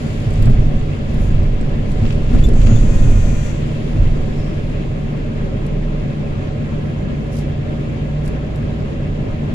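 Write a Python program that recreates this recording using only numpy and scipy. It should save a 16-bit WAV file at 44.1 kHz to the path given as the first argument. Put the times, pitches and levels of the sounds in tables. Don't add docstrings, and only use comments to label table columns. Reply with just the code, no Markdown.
import sys
import numpy as np
from scipy import signal
from scipy.io import wavfile
from scipy.ndimage import uniform_filter1d, minimum_filter1d

SR = 44100
rng = np.random.default_rng(int(sys.argv[2]) if len(sys.argv) > 2 else 0)


def dump_mix(stems):
    frames = np.atleast_2d(stems).T
    limited = np.clip(frames, -1, 1)
    pcm = np.round(limited * 32767).astype(np.int16)
    wavfile.write(sys.argv[1], SR, pcm)


N = 420713

# (frequency [Hz], correlation [-1..1], left-right [dB])
CAB_FIELD = [(60, 1, -1.5), (148, 0.96, -0.5), (204, 0.63, 5), (240, 0.97, 4), (296, 0.6, 5),
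             (426, -0.31, -12.5), (567, 1, -5.5), (692, -0.6, 4.5), (1010, -0.17, 0.5), (1600, -0.68, 0.5),
             (2010, 0.31, -4), (2820, -0.38, 6.5), (3400, 0.14, 0), (4600, -0.038, 3.5), (7150, -0.16, 14),
             (9700, -0.25, -25), (15000, -0.08, 5)]
# (time [s], hiss level [dB])
OIL_FLOW = [(0.0, -51.5), (0.5, -53.5), (0.76, -58), (1.25, -55.5), (1.5, -58.5), (1.8, -59), (2.08, -53),
            (2.2, -57), (2.39, -49), (2.55, -56.5), (2.68, -48), (2.85, -53), (3.5, -54.5), (3.7, -54.5),
            (4.3, -57), (4.42, -57.5), (4.6, -58.5), (5.3, -61.5), (9.54, -63)]


def from_db(db):
    return 10 ** (np.asarray(db) / 20)


def unit_rms(x):
    return x / np.sqrt(np.mean(np.atleast_2d(x).mean(axis=0) ** 2) + 1e-20)


def in_time(rows, fade_s=.03):
    s, *columns = np.transpose(rows)
    t = np.arange(N) / SR
    gate = np.clip(np.minimum(t - s[0], s[-1] - t) / fade_s + 1, 0, 1)
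    return [np.interp(t, s, c) for c in columns] + [gate]


def at_hz(points, hz, column=1):
    points = np.array(points)
    return np.interp(np.log(hz), np.log(points[:, 0]), points[:, column])


def pan(left_db):
    gains = from_db(np.array([[.5], [-.5]]) * left_db)
    return gains / gains.mean()


def drift(corner_hz):
    hop = 40
    r = np.exp(-2 * np.pi * hop * corner_hz / SR)
    slow = signal.lfilter([1], [1, -2 * r, r * r], rng.standard_normal(N // hop + 2002))[2000:]
    return np.interp(np.arange(N) / hop, np.arange(len(slow)), unit_rms(slow))


def resonance(x, hz, width_hz):
    r = np.exp(-np.pi * width_hz / SR)
    poles = [1, -2 * r * np.cos(2 * np.pi * hz / SR), r * r]
    return signal.lfilter(np.array([1, 0, -1]) * (1 - r * r) / 2, poles, x)


def cascade(x, hz, width_hz):
    return resonance(resonance(x, hz, width_hz), hz, width_hz)


def stereo_noise(noises, hz, left_db=0):
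    alike = np.clip(at_hz(CAB_FIELD, hz), -1, 1)
    lean_db = at_hz(CAB_FIELD, hz, column=2) + left_db
    pair = np.sqrt(1 + alike) * noises[0] + np.sqrt(1 - alike) * noises[1] * [[1], [-1]]
    return pair * from_db(np.array([[.5], [-.5]]) * lean_db)


def banded_noise(spectrum, flicker_db, left_db=0):
    octaves = np.log2(spectrum[-1][0] / spectrum[0][0])
    edges = spectrum[0][0] * 2 ** np.arange(0, octaves + .3, 1 / 3)
    out, together, white = 0, drift(4.2), rng.standard_normal((2, 2, N))
    for k, (low, high) in enumerate(zip(edges, edges[1:])):
        band = signal.sosfilt(signal.butter(2, [low, high], "band", fs=SR, output="sos"), white[k % 2])
        hz = np.sqrt(low * high)
        db = at_hz(spectrum, hz) + flicker_db * (.37 * together + drift(20.4))
        out = out + from_db(db) * stereo_noise(band, hz, left_db)
    return unit_rms(out)


def sine(hz):
    return np.sqrt(2) * np.sin(2 * np.pi * (np.cumsum(hz * np.ones(N)) / SR + rng.random()))


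def burst(s, db, t60, front):
    t, at = np.arange(SR // 5) / SR, round(s * SR)
    shape = from_db(-60 * t / t60) + front * from_db(-60 * t / .008)
    return np.s_[:, at:at + len(t)], from_db(db) * shape * rng.standard_normal((2, len(t)))


def evened(x, samples):
    return x / np.sqrt(uniform_filter1d(x.mean(axis=0) ** 2, size=samples) + .021)


def jolt_swell(s, rise_s=.016, fall_s=.026):
    late = np.arange(N) / SR - s
    return np.exp(-.5 * (late / np.where(late < 0, rise_s, fall_s)) ** 2)


def tone_colour(x):
    # (frequency [Hz], width [Hz], gain [dB])
    peaks_and_dips = [(162.5, 15.4, -8.5), (1550, 83, -2), (1640, 140, 3.5), (2140, 610, 2),
                      (2693, 180, 4.5), (2830, 140, -1), (3230, 240, 1.5), (7160, 880, 7.5),
                      (8500, 3200, -6), (10740, 810, 5), (12700, 2500, -16)]
    for hz, width_hz, db in peaks_and_dips:
        x = x + (from_db(db) - 1) * resonance(x, hz, width_hz)
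    return x


def far_diesel(low_hz=30.1):
    # (time [s], level [dB])
    low_tone = [(4.7, -25), (5.2, -25.5), (5.99, -19), (6.1, -31), (6.46, -26), (6.95, -44), (7.65, -42),
                (7.9, -36), (8.7, -36), (9.05, -27), (9.54, -29)]
    # (time [s], frequency [Hz], level [dB])
    high_tone = [(6.95, 51.1, -39), (7.1, 48.7, -28), (7.45, 50, -26), (7.65, 51.5, -32), (8.3, 53.5, -26),
                 (8.8, 53.9, -26.5), (8.95, 57.6, -38), (9.54, 59.9, -35)]
    low_db, low_gate = in_time(low_tone, fade_s=.084)
    high_hz, high_db, high_gate = in_time(high_tone, fade_s=.084)
    low = low_gate * from_db(low_db) * sine(low_hz)
    high = high_gate * from_db(high_db) * sine(high_hz)
    return (low + high) * pan(-1.5)


def hiss_and_rustles(snaps_per_s=3000, fade_s=.022):
    # (start [s], peak time [s], level [dB], centre [Hz])
    swells = [(0.0, 0.25, -63, 10500), (1.06, 1.24, -64, 10500), (1.17, 1.283, -56, 6500),
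              (1.86, 1.925, -56, 6000), (2.09, 2.135, -62, 5400), (7.306, 7.397, -47.5, 5000),
              (8.223, 8.272, -53, 5960)]
    out, t = 0, np.arange(N) / SR
    clumps = from_db(2.5 * drift(70))
    snapped = rng.random((2, N)) < snaps_per_s * clumps / SR
    sizes = from_db(4 * np.minimum(rng.exponential(1, N), 2.5))
    snaps = unit_rms(snapped * sizes * rng.standard_normal((2, N)))
    sheen = .4 * cascade(snaps, 9100, 5000)
    for start, peak, db, hz in swells:
        rise = np.interp(t, [start, start + .02, peak], [0, .5, 1])
        fall = np.exp(-np.clip(t - peak, 0, None) / fade_s)
        out = out + from_db(db) * rise * fall * unit_rms(resonance(snaps, hz, 2700) + sheen)
    return out


def valve_whistle():
    # (time [s], frequency [Hz], level [dB])
    glide = [(4.25, 5230, -74), (4.4, 5250, -54), (4.55, 5240, -63), (4.7, 5100, -76)]
    hz, db, gate = in_time(glide)
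    breath = signal.lfilter([1], [1, -np.exp(-2 * np.pi * 150 / SR)], rng.standard_normal((2, N)))
    return gate * from_db(db) * unit_rms(breath * sine(hz))


def fittings(t60=.048, peak_rattles_per_s=40, rattle_db=-55):
    # (time [s], level [dB], left-right [dB], brightness [dB])
    ticks = [(0.3057, -40, -1, -5), (0.329, -46, 0, -2), (0.3381, -36, 3, -14), (0.423, -35, -8, -5),
             (0.4274, -33, 3.5, -10), (0.4564, -31, -2, -10), (0.4978, -40, -3, -2), (1.1423, -42, 0, -4),
             (1.3444, -49, 4.5, 0), (1.4311, -41, 4, -18), (1.612, -38, 9.5, -18), (1.917, -36, 4, -14),
             (2.1236, -36, 6, -12), (2.152, -43, 4, -18), (2.388, -42, 0, -6), (2.4654, -34, 7.5, -16),
             (2.4875, -31, 11, -6), (2.5357, -39, 8, -16), (5.665, -39, 2, -4), (7.3323, -43, 0, -8),
             (7.365, -41, 0, -6), (7.387, -34, 0, -12), (8.2554, -47, 0, 0), (8.2592, -42, 0, -16),
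             (8.2778, -35, -5, -5), (8.559, -40, -5, -5)]
    out = np.zeros((2, N))
    for s, db, left_db, bright_db in ticks:
        where, noise = burst(s, db - 3.5, t60, front=1.5)
        body = 1.3 * cascade(noise, 7400, 2000) + 1.2 * cascade(noise, 4600, 3500)
        top = 1.4 * from_db(bright_db) * cascade(noise, 10600, 3000)
        out[where] += body * pan(left_db) + top * pan(left_db - 20)
    hiss_db, _ = in_time(OIL_FLOW)
    struck = rng.random(N) < peak_rattles_per_s * from_db(4 * (hiss_db - hiss_db.max())) / SR
    sizes = from_db(rattle_db + 4 * np.minimum(rng.exponential(1, N), 3))
    decays = signal.lfilter([1], [1, -from_db(-60 / (t60 * SR))], struck * sizes + 1e-18)
    rattle = decays * rng.standard_normal((2, N))
    out += resonance(rattle, 7000, 3000) + .5 * resonance(rattle, 10500, 2500)
    return signal.sosfilt(signal.butter(4, 13300, fs=SR, output="sos"), out)


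def lever():
    # (time [s], level [dB], rubbing time [s], gain above 5 kHz [dB])
    squeaks = [(2.434, -28.5, 0.019, 2.5), (2.757, -31.5, 0.0092, 1), (3.03, -45, 0.011, 0)]
    # (frequency [Hz], level [dB], t60 [s], left-right [dB])
    modes = [(3514, -3, 0.05, 6), (6050, -23, .05, 10), (3880, -22, .03, 10), (6860, -21, 0.18, 8),
             (7350, -17, .05, 16), (11500, -26, .03, -12)]
    out, t = np.zeros((2, N)), np.arange(SR // 4) / SR
    for s, db, rub_s, overtone_db in squeaks:
        at = round(s * SR)
        for hz, mode_db, t60, left_db in modes:
            swell = np.clip(t / .0055, 0, 1) * from_db(-60 * np.clip(t - rub_s, 0, 1) / t60)
            grip = from_db(2.5 * drift(80)[:len(t)] + overtone_db * (hz > 5000))
            ring = from_db(db + mode_db) * grip * swell * np.sin(2 * np.pi * hz * t)
            out[:, at:at + len(t)] += ring * pan(left_db)
    return out


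def linkage():
    # (time [s], level [dB])
    knocks = [(2.053, -22), (2.104, -23), (2.128, -27), (2.2926, -26), (2.384, -28), (2.615, -26),
              (2.665, -24), (2.711, -30), (3.0294, -31)]
    out, crackle = np.zeros((2, N)), from_db(2.5 * drift(120))
    for s, db in knocks:
        where, noise = burst(s, db - 1.5, t60=.11, front=0)
        noise = noise * crackle[where[1]]
        body = resonance(noise, 1300, 500) + .8 * resonance(noise, 2500, 1000)
        out[where] += body + .12 * resonance(noise, 4200, 1800)
    return signal.sosfilt(signal.butter(4, 5200, fs=SR, output="sos"), out)


def small_motor(on_s=2.65, off_s=3.515, contact_hz=211.6, sag_hz_per_s=12.7):
    # (frequency [Hz], level [dB])
    spectrum = [(800, -4), (2200, -4), (3200, -9), (4000, -14), (4700, -10), (5300, -18), (5900, -9),
                (7000, -10), (8500, -11), (8700, -24), (9600, -21), (10500, -17), (15500, -29)]
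    prominent = {5: 2, 7: 2, 9: 3, 11: -11, 12: 4, 14: -11, 27: -7, 28: -8, 30: 0, 31: -1, 32: -5, 33: 0,
                 35: -2, 36: -2, 39: -3, 43: -11, 44: -14, 51: -13}
    # (frequency [Hz], left-right [dB])
    balance = [(800, 6), (1500, 14), (4000, 12), (6200, 27), (8300, 26), (9700, 0), (10700, 0), (13000, 10),
               (15000, 16)]
    # (time [s], level [dB])
    air_rush = [(2.52, -64), (2.56, -49), (2.66, -48), (2.72, -58), (2.8, -64), (3.47, -60), (3.52, -51),
                (3.62, -57), (3.7, -71)]
    gate, = in_time([(on_s,), (off_s,)], fade_s=.0092)
    on = gate > 0
    running_s = np.clip(np.arange(N)[on] / SR - on_s, 0, None)
    shortfall_hz = 42 * np.exp(-(running_s / .073) ** 1.3)
    cycles = np.cumsum(contact_hz - sag_hz_per_s * running_s - shortfall_hz) / SR
    flicker_db = [1.2 * drift(14)[on] for _ in range(6)]
    whine = np.zeros((2, N))
    for harmonic in range(4, 76):
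        hz = harmonic * contact_hz
        db = prominent.get(harmonic, at_hz(spectrum, hz) + 2 * rng.standard_normal())
        gain = from_db(db - .4 * shortfall_hz + flicker_db[harmonic % 6])
        partial = np.sin(2 * np.pi * (harmonic * cycles + rng.random()))
        whine[:, on] += gain * partial * pan(at_hz(balance, hz))
    whine[:, on] += .34 * shortfall_hz * cascade(whine[:, on], 6700, 700)
    rush_db, rush_gate = in_time(air_rush)
    rush = unit_rms(resonance(resonance(rng.standard_normal(N), 7400, 800), 6050, 800))
    return gate * from_db(-52) * whine + rush_gate * from_db(rush_db) * rush * pan(31)


def hydraulics(spot_lag_s=.00093):
    # (frequency [Hz], relative spectral density [dB])
    hiss_spectrum = [(2060, -27.5), (3500, -7), (4460, -5), (5180, 0.5), (5800, -11), (7030, -7.5),
                     (8110, -22), (10600, -13.5), (15500, -30)]
    roar_spectrum = [(600, -2), (1000, 2), (2000, -3), (3300, -2.5), (5000, -14.5), (7000, -44)]
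    hiss_db, _ = in_time(OIL_FLOW)
    crackle_db = .13 * (hiss_db - hiss_db.min()) * drift(150)
    hiss = from_db(hiss_db + crackle_db) * banded_noise(hiss_spectrum, flicker_db=1, left_db=3)
    spot = unit_rms(cascade(rng.standard_normal(N), 2050, 1500))
    spot_pair = np.array([np.roll(spot, round(spot_lag_s * SR)), spot])
    roar = banded_noise(roar_spectrum, flicker_db=.4) + from_db(-4) * spot_pair
    roar_db = -18.5 + .53 * hiss_db
    return from_db(roar_db) * roar + hiss


def lurching():
    # (time [s], boom level [dB])
    rocking = [(0.0, -25), (0.18, -26.5), (0.5, -7), (0.74, -13.5), (0.82, -18.5), (1.0, -28), (1.2, -13),
               (1.4, -11.5), (1.7, -17.5), (2.25, -15), (2.37, -6.5), (2.7, -6.5), (2.9, -9), (3.08, -6),
               (3.3, -12), (3.45, -18.5), (3.7, -28.5), (3.92, -19.5), (4.0, -8.5), (4.3, -19.5),
               (4.7, -26)]
    # (frequency [Hz], relative spectral density [dB])
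    boom_spectrum = [(5.9, -38), (10, 8.5), (27, 8.5), (60, -7), (80, -12.5), (100, -12), (180, -120)]
    shudder_spectrum = [(45, -44), (60, -12), (105, 1.5), (130, -6), (165, -24), (330, -23.5), (600, -30.5)]
    # (time [s], frame ring level [dB], floor plate level [dB], ring frequency [Hz])
    jolts = [(0.05, -35, -22.5, 101), (0.29, -17, -30, 110.2), (0.405, -18, -26, 100.5),
             (0.479, -6.5, -16.5, 113), (0.59, -16, -26, 125), (1.21, -15.5, -26, 89.1),
             (1.39, -16, -33, 99.8), (2.03, -15, -23.5, 106.4), (2.345, -14, -16, 80),
             (2.48, -15, -29, 62.1), (2.555, -17, -26, 130), (2.7, -27, -16.5, 98.5),
             (2.655, -9, -28, 98.1), (2.728, -10.5, -23.5, 112), (2.84, -13.5, -26, 101.6),
             (3.055, -11, -28, 109.6), (3.16, -13, -34, 100), (3.97, -17.5, -28, 90.5)]
    boom_db, gate = in_time(rocking, fade_s=.13)
    frame_db = -12 + .73 * boom_db
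    boom = from_db(boom_db) * evened(banded_noise(boom_spectrum, flicker_db=-1.5), samples=3500)
    shudder = from_db(frame_db) * evened(banded_noise(shudder_spectrum, flicker_db=3.5), samples=1800)
    wavering = 1 + .05 * drift(15)
    rings = sum(from_db(db) * jolt_swell(s) * sine(hz * wavering) for s, db, _, hz in jolts) * pan(-2.1)
    plate = cascade(rng.standard_normal((2, N)), 219.5, 67)
    plate = evened(unit_rms(stereo_noise(plate, 217)), samples=1800)
    jolt_power = sum((from_db(db) * jolt_swell(s)) ** 2 for s, _, db, _ in jolts)
    drumming = np.sqrt(from_db(frame_db - 11.5) ** 2 + jolt_power) * plate
    white = rng.standard_normal((2, N))
    panels = unit_rms(cascade(white, 520, 450) + .5 * resonance(resonance(white, 1020, 600), 1270, 600))
    slaps = sum(from_db(db - 18) * jolt_swell(s) ** 2 for s, _, db, _ in jolts) * panels
    return gate * (boom + shudder + rings + slaps + drumming)


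def engine(crank_hz=15.468, sag_per_db=.0003):
    # (frequency [Hz], relative spectral density [dB])
    drone_spectrum = [(8.2, -28), (14, 1), (37, -1.5), (59, -6.5), (91, -8.5), (116, -2.5), (151, 0),
                      (174, -2.5), (227, -9), (271, -10), (616, -25.5), (801, -25), (2670, -35),
                      (10600, -68.5), (15500, -90)]
    # (frequency [Hz], width [Hz], level [dB])
    panel_modes = [(93.6, 51, -28.5), (222, 56.5, -30.5), (407, 92, -38.5), (556.7, 84, -40),
                   (614.6, 31, -45.5), (743.6, 46, -53)]
    # (order [multiple of the crank rate], level [dB])
    orders = [(5, -39), (6, -35), (8, -40), (9, -34), (9.6, -25), (11, -43), (12, -40), (15, -41),
              (18, -48), (20, -44), (21, -42), (24, -51), (26, -53), (27, -53), (29, -49), (30, -54),
              (36, -50), (39, -52), (42, -57), (48, -52), (67.2, -60), (87, -67), (108, -68)]
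    out = from_db(-24) * banded_noise(drone_spectrum, flicker_db=1.82)
    for hz, width_hz, db in panel_modes:
        shaken = cascade(rng.standard_normal((2, N)), hz, width_hz)
        out += from_db(db) * unit_rms(stereo_noise(shaken, hz))
    hiss_db, _ = in_time(OIL_FLOW)
    load_db = hiss_db - hiss_db.min()
    speed_hz = crank_hz * (1 - sag_per_db * load_db + .0007 * drift(1.5))
    wavering = [from_db(drift(3.5)) for _ in range(4)]
    for k, (order, db) in enumerate(orders):
        left_db = at_hz(CAB_FIELD, order * crank_hz, column=2)
        out += from_db(db) * wavering[k % 4] * sine(order * speed_hz) * pan(left_db)
    return out


def scene():
    coloured = tone_colour(engine() + lurching() + hydraulics() + linkage() + hiss_and_rustles())
    return coloured + small_motor() + far_diesel() + lever() + fittings() + valve_whistle()


def record(dry):
    allowed_gain = 1 / np.maximum(np.abs(dry).max(axis=0), 1)
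    gain = uniform_filter1d(minimum_filter1d(allowed_gain, size=221), size=221)
    return signal.sosfilt(signal.ellip(10, .5, 70, 15510, fs=SR, output="sos"), dry * gain)


dry = scene()
out = record(dry)
dump_mix(out)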